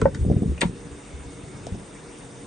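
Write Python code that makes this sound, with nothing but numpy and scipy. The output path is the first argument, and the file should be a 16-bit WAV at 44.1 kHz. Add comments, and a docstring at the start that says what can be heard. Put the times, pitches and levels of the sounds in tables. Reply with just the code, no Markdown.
"""Car door opened by hand

Outdoors and close by, the handle clacks, the latch lets go, the seals peel off with dull thumps in the
door shell, the handle snaps back, and the door swings out to a soft stop. Struck parts are banks of
decaying modes; low noise follows the door's motion. Shaped noise gives distant traffic and hiss,
with wavering hums and a brief thin tone."""
import sys
import numpy as np
from scipy import signal
from scipy.fft import rfft, irfft
from scipy.io import wavfile
from scipy.ndimage import uniform_filter1d

SR = 44100
rng = np.random.default_rng(int(sys.argv[2]) if len(sys.argv) > 2 else 0)


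def dump(signal):
    """Clip the signal to [-1, 1] and save it as 16-bit WAV at the path in sys.argv[1]."""
    limited = np.clip(np.atleast_2d(signal).T, -1, 1)
    pcm = np.round(limited * 32767).astype(np.int16)
    wavfile.write(sys.argv[1], SR, pcm)


N = 108662


def amp(db):
    """Turn decibels into an amplitude factor."""
    return 10 ** (np.asarray(db) / 20)


def rms_one(x):
    """Scale a signal to an rms of 1."""
    return x / np.sqrt(np.mean(x ** 2) + 1e-20)


def at_hz(points, hz):
    """Read a curve between its points, on a logarithmic pitch axis."""
    points_hz, values = np.array(points).T
    return np.interp(np.log(hz), np.log(points_hz), values)


def drift(rate_hz):
    """Slow random wander of rms 1: noise through two equal low-pass poles."""
    step, settle = 40, 2000  # samples per slow point, slow points dropped at the start
    pole = np.exp(-2 * np.pi * rate_hz * step / SR)
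    noise = rng.standard_normal(N // step + settle + 2)
    slow = signal.lfilter([1], [1, -2 * pole, pole * pole], noise)[settle:]
    return np.interp(np.arange(N) / step, np.arange(len(slow)), rms_one(slow))


def ring(clicks, hz, t60):
    """One mode: a unit click starts a sine of height 1 that decays by 60 dB in t60 seconds."""
    radius = amp(-60 / (t60 * SR))
    turn = 2 * np.pi * hz / SR
    feedback = [1, -2 * radius * np.cos(turn), radius * radius]
    return signal.lfilter([0, np.sin(turn)], feedback, clicks + 1e-18)


def built_up_ring(clicks, hz, t60, build_s):
    """A soft blow: a first resonator swells the click, then the mode rings on."""
    soft_blow = ring(clicks, hz, build_s)
    return ring(soft_blow, hz, t60) * 14 / (build_s * SR)  # offsets the gain of the first resonator


def pitch_share(hz, centre_hz, spread_octaves):
    """Bell curve over pitch: how hard a blow drives a mode; the spread is two deviations."""
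    return np.exp(-.5 * (np.log2(hz / centre_hz) / (.5 * spread_octaves)) ** 2)


def banded_noise(spectrum, patchy_db, rate_hz):
    """Stereo noise of rms 1 in quarter-octave bands, each with its own level, flicker and width."""
    # left-right likeness of the noise: (pitch [Hz], likeness [0 to 1])
    likeness_curve = [(60, 1), (130, 0.81), (260, 1), (550, 0.41), (1140, 0.45), (2380, 0.48), (4980, 0.79),
                      (10400, 0.42)]
    edges = 22 * 2 ** np.arange(0, 9.1, 1 / 4)
    white = rng.standard_normal((2, 2, N + 8000))  # neighbouring bands use different noise
    out = 0
    for k, (low, high) in enumerate(zip(edges, edges[1:])):
        band = signal.butter(2, [low, high], "band", fs=SR, output="sos")
        mid, side = signal.sosfilt(band, white[k % 2])[:, -N:]
        hz = np.sqrt(low * high)
        alike = np.clip(at_hz(likeness_curve, hz), -1, 1)
        gain = amp(at_hz(spectrum, hz) + patchy_db * drift(rate_hz))
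        stereo = np.sqrt(1 + alike) * mid + np.sqrt(1 - alike) * side * [[1], [-1]]
        out = out + gain * stereo
    return rms_one(out)


def ports(x, lead):
    """A close source reaches two microphone ports with a phase lead that changes with pitch."""
    hz = np.fft.rfftfreq(N, 1 / SR) + 1
    turn = np.exp(.5j * at_hz(lead, hz))
    return irfft(rfft(x) * np.array([turn, 1 / turn]), N)


def street():
    """Distant traffic and microphone hiss: wide noise whose bands flicker independently."""
    # long-term colour of the background: (pitch [Hz], relative density [dB per Hz])
    street_tone = [(25, -25), (45, 13.5), (70, -56.5), (130, 0.5), (220, -4), (290, -6.5), (350, -4),
                   (480, -6), (600, -10), (800, -12), (1400, -16), (2100, -17.5), (3000, -21.5),
                   (3700, -29), (4200, -26.5), (6500, -23), (8500, -22), (9700, -8)]
    return amp(-40) * banded_noise(street_tone, patchy_db=2.0, rate_hz=16.3)


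def tones():
    """Noise through paired resonators makes wavering hums; a sine fades in and out as a thin tone."""
    # wavering narrow bands: (pitch [Hz], nominal width [Hz], level [dB])
    hum_bands = [(286.2, 25, -50), (471.6, 4.5, -54.5), (3627, 450, -63)]
    whine_hz, whine_db, whine_start_s, whine_end_s = 2185, -59, 1.05, 1.6
    t = np.arange(N) / SR
    hums = 0
    for hz, width, db in hum_bands:
        t60 = 3.0 / width
        narrow = ring(ring(rng.standard_normal(N), hz, t60), hz, t60)
        hums = hums + amp(db) * rms_one(narrow)
    on = np.clip(np.minimum(t - whine_start_s, whine_end_s - t) / 0.007, 0, 1)  # 7 ms fades
    whine = amp(whine_db + drift(8.5)) * on * np.sin(2 * np.pi * whine_hz * t)
    return hums + whine


def rumble():
    """Low noise of the moving door and its peeling seals, its level following the motion."""
    # loudness of the movement: (time [s], level [dB])
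    motion = [(0, -26), (0.101, -30.5), (0.182, -34), (.3, -21), (0.401, -27.5), (0.498, -29), (.58, -41.5),
              (0.658, -30.5), (.8, -41), (1.05, -54.5), (1.2, -54), (1.4, -44), (1.6, -41), (1.749, -37),
              (1.848, -48.5), (2.46, -49.5)]
    # colour of the rumble: (pitch [Hz], relative density [dB per Hz])
    rumble_tone = [(30, -19), (60, -3.5), (130, 3), (250, -7), (450, -9), (650, -63)]
    s, db = np.transpose(motion)
    level = amp(np.interp(np.arange(N) / SR, s, db))
    return level * banded_noise(rumble_tone, patchy_db=0.0, rate_hz=4.7)[0]


def thumps():
    """Soft blows build up in the door shell and drive the modes near their favoured pitch hardest."""
    # dull thumps: (time [s], relative level [dB], favoured pitch [Hz], spread of pitch [octaves])
    thump_events = [(.018, -9.5, 445, 0.43), (.024, -8, 123, 1.1), (0.041, -15.5, 71, 0.97),
                    (0.067, -19, 186.7, 0.49), (0.119, -24, 107, 0.52), (0.154, -20.5, 298, 1.3),
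                    (0.187, -18.5, 103, 0.3), (0.208, -6.5, 88.6, 0.36), (0.249, -14, 400, 1.06),
                    (0.263, -6, 120, 1.12), (0.299, -9.5, 444, 1.1), (0.312, -7, 178, 0.87),
                    (0.3142, -18.5, 603, 0.21), (.364, -23, 600, 0.72), (.426, -30.5, 685, 0.38),
                    (0.342, -15.5, 243, 0.8), (0.362, -12, 140, 0.48), (0.384, -26, 278, 0.92),
                    (.419, -13, 229, 0.66), (.43, -11.5, 343, 1.24), (0.456, -20, 160, 0.26),
                    (.475, -17.5, 192, 0.43), (0.486, -9.5, 75, 0.88), (0.517, -28, 382, 0.3),
                    (.619, -15.5, 568, 0.37), (0.63, -14, 300, 0.62), (.633, -20, 534, 0.32),
                    (0.652, -17.5, 172, 0.46), (0.692, -24, 170, 0.64), (0.747, -34.5, 194, 0.29),
                    (0.852, -31, 189, 0.28), (0.908, -35, 75, 0.54), (1.132, -17, 81, 0.14),
                    (1.189, -36.5, 81, 0.5), (1.253, -27.5, 90, 0.69), (1.668, -29.5, 668, 0.34),
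                    (1.748, -38.5, 647, 0.21), (1.72, -16.5, 124.3, 0.74), (1.742, -24, 195, 1.6)]
    # modes of the door shell: (pitch [Hz], relative level [dB], decay by 60 dB [s])
    shell_modes = [(45, -13.5, .25), (72.06, 5, 0.2), (108.4, 3, 0.09), (144, 2, 0.055), (176.6, 5, 0.079),
                   (224.3, 5, 0.099), (280, 7.5, 0.034), (349, 2.5, 0.055), (444.6, -1.5, 0.06),
                   (564, -2, 0.038), (686, 5.5, 0.015), (890, -5.5, 0.0047)]
    build_cycles, top_hz, scatter_db = 2.2, 770, 2
    s, db, centre, spread = np.transpose(thump_events)
    scatter = scatter_db * rng.standard_normal((len(s), len(shell_modes)))
    out = 0
    for k, (hz, mode_db, t60) in enumerate(shell_modes):
        share = pitch_share(hz, centre, spread) / spread  # a wide spread drives each mode less
        blows = np.zeros(N)
        np.add.at(blows, (s * SR).astype(int), share * amp(db + mode_db - 6.5 + scatter[:, k]))
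        out = out + built_up_ring(blows, hz, t60, build_cycles / hz)
    return signal.sosfilt(signal.butter(7, top_hz, fs=SR, output="sos"), out)


def handle_knock():
    """One hollow knock of the plastic handle: a blow swells over milliseconds in the trim modes."""
    # modes of the plastic trim: (pitch [Hz], relative level [dB], decay by 60 dB [s])
    trim_modes = [(543.4, 5.5, 0.031), (888, 1, 0.014), (994, -14, 0.019), (1220, -8, 0.0088),
                  (1346, -20.5, 0.015), (1530, -18, 0.04), (1860, -17, 0.014), (2090, -30, 0.033),
                  (2300, -19.5, 0.0067)]
    knock_s, knock_db, build_s = .0545, -4, 0.016
    blow = np.zeros(N)
    blow[int(knock_s * SR)] = amp(knock_db)
    return sum(amp(db) * built_up_ring(blow, hz, t60, build_s) for hz, db, t60 in trim_modes)


def contact_rattle(t, length):
    """A brief stereo burst of random tiny contacts that rises fast and dies away; energy 1 per ear."""
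    contacts_per_s, width_db = 9000, -14
    hits = rng.standard_normal((2, len(t))) * (rng.random(len(t)) < contacts_per_s / SR)
    mid, side = hits * np.exp(-2 * t / length) * np.minimum(5 * t / length, 1)
    mid[int(.2 * length * SR)] = 1  # one sure contact where the rise ends
    side = amp(width_db) * side
    rattle = np.array([mid + side, mid - side])
    return rattle / np.linalg.norm(rattle, axis=1, keepdims=True)


def clicks():
    """Rattling contacts of handle and latch ring the metal modes, with a bare bright crack on top."""
    # metal clicks: (time [s], relative level [dB], rattle length [s], favoured pitch [Hz],
    # spread of pitch [octaves], bare crack [dB], left over right [dB])
    click_events = [(0.0146, -15.5, 0.005, 1660, 1.14, 8.5, 0), (0.1445, -25, 0.012, 1610, 0.95, 16.5, 2),
                    (.577, -16.5, 0.0042, 2415, 0.18, -9, -1), (.606, -12.5, 0.02, 7440, 1.5, -17, 1.5),
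                    (0.611, -7.5, 0.0083, 2520, 0.74, -21, 1), (0.6148, -2, 0.0016, 3130, 0.62, 5, 0),
                    (0.618, -13.5, 0.0018, 2150, 0.91, 3, 11.5), (0.619, -17, 0.018, 1100, 1.46, 7, -1),
                    (0.638, -34.5, 0.085, 2310, 1.8, 19, -5), (1.6675, -40.5, 0.0014, 5000, 1.1, 25, 4)]
    # modes of the latch metal: (pitch [Hz], relative level [dB], decay by 60 dB [s])
    latch_modes = [(780, 5, 0.014), (904, 6, 0.017), (1175, -1.5, 0.0091), (1360, -2.5, 0.016),
                   (1700, -2, 0.0079), (2160, -5, 0.016), (2595, -1.5, 0.0058), (2950, 2.5, 0.0036),
                   (3386, 4.5, 0.0038), (3690, -3.5, 0.01), (4400, -3, 0.0061), (5110, -1, 0.002),
                   (6060, -12, 0.009), (8720, 5, 0.0028)]
    # left port ahead of right for the handle's snap: (pitch [Hz], phase lead [rad])
    snap_lead = [(700, 0.79), (1200, 1.32), (1800, 0.12), (3450, 1.24), (6400, .1), (7700, 0.86)]
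    snap_start_s, snap_end_s = .6, .7  # the handle snaps back
    scatter_db, detune = 1.0, .03  # modes shift a little as the parts move, as a share of pitch
    crack_filter = signal.butter(1, 1200, "high", fs=SR, output="sos")
    t = np.arange(int(.25 * SR)) / SR
    plain, snap = np.zeros((2, N)), np.zeros((2, N))
    for s, db, length, centre, spread, crack_db, pan_db in click_events:
        rattle = contact_rattle(t, length)
        sound = amp(crack_db) * signal.sosfilt(crack_filter, rattle)
        level_scatter, pitch_scatter = rng.standard_normal((2, len(latch_modes)))
        for k, (hz, mode_db, t60) in enumerate(latch_modes):
            gain = pitch_share(hz, centre, spread) * amp(mode_db + scatter_db * level_scatter[k])
            mode = ring(rattle, hz * (1 + detune * pitch_scatter[k]), t60)
            sound = sound + (-1) ** k * gain * mode  # polarity alternates from mode to mode
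        i = int(s * SR)
        layer = snap if snap_start_s < s < snap_end_s else plain
        layer[:, i:i + len(t)] += amp(db) * sound * amp([[pan_db / 2], [-pan_db / 2]])
    return plain + ports(snap, snap_lead)


def bodywork(x):
    """Scatter off the bodywork: a dense, dull, quickly dying noise tail, partly its own in each ear."""
    t60_s, tail_db, top_hz, width_db = 0.1, -7.5, 3070, -3
    t = np.arange(int(.3 * SR)) / SR
    dull = signal.butter(1, top_hz, fs=SR, output="sos")
    mid, side = signal.sosfilt(dull, rng.standard_normal((2, len(t))))
    tail = (mid + amp(width_db) * side * [[1], [-1]]) * amp(-60 * t / t60_s)
    tail = tail / np.sqrt(np.sum(tail ** 2) / 2)  # mean energy of 1 per ear
    return x + amp(tail_db) * signal.fftconvolve(x, tail, axes=1)[:, :N]


def scene():
    """Lay the door's parts over the street and the tones."""
    # first port ahead of second for close sources: (pitch [Hz], phase lead [rad])
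    close_lead = [(30, 0.8), (150, 0.33), (500, 0.78), (1000, 0.81)]
    background = street() + tones()
    # swapped ports: the shell reaches the right one first, and is a touch louder on the left
    shell = ports(thumps() + rumble(), close_lead)[::-1] * amp([[.3], [-.3]])
    knock = ports(handle_knock(), close_lead)
    share = amp(-4)  # the knock reaches the bodywork more weakly than the clicks
    metal_and_knock = bodywork(clicks() + share * knock) + (1 - share) * knock
    return background + shell + metal_and_knock


def record(dry):
    """Bass cut, a gentle gain control that sinks the background under loud moments, steep top cut."""
    bass_cut_hz, top_stop_hz = 44, 10050  # everything above top_stop_hz is 70 dB down
    squeeze_from_db, squeeze_share, release_db_per_s = -26.5, 0.15, 21.5
    smooth = 882  # samples, 20 ms
    x = signal.sosfilt(signal.butter(2, bass_cut_hz, "high", fs=SR, output="sos"), dry)
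    level = 10 * np.log10(uniform_filter1d(np.mean(x ** 2, axis=0), size=smooth) + 1e-12)
    # the held level jumps up with the sound and falls at the release rate
    ramp = release_db_per_s * np.arange(N) / SR
    held = np.maximum.accumulate(level + ramp) - ramp
    excess = uniform_filter1d(np.maximum(held - squeeze_from_db, 0), size=smooth)
    x = x * amp(-squeeze_share * excess)
    return signal.sosfilt(signal.cheby2(16, 70, top_stop_hz, fs=SR, output="sos"), x)


dry = scene()
out = record(dry)
dump(out)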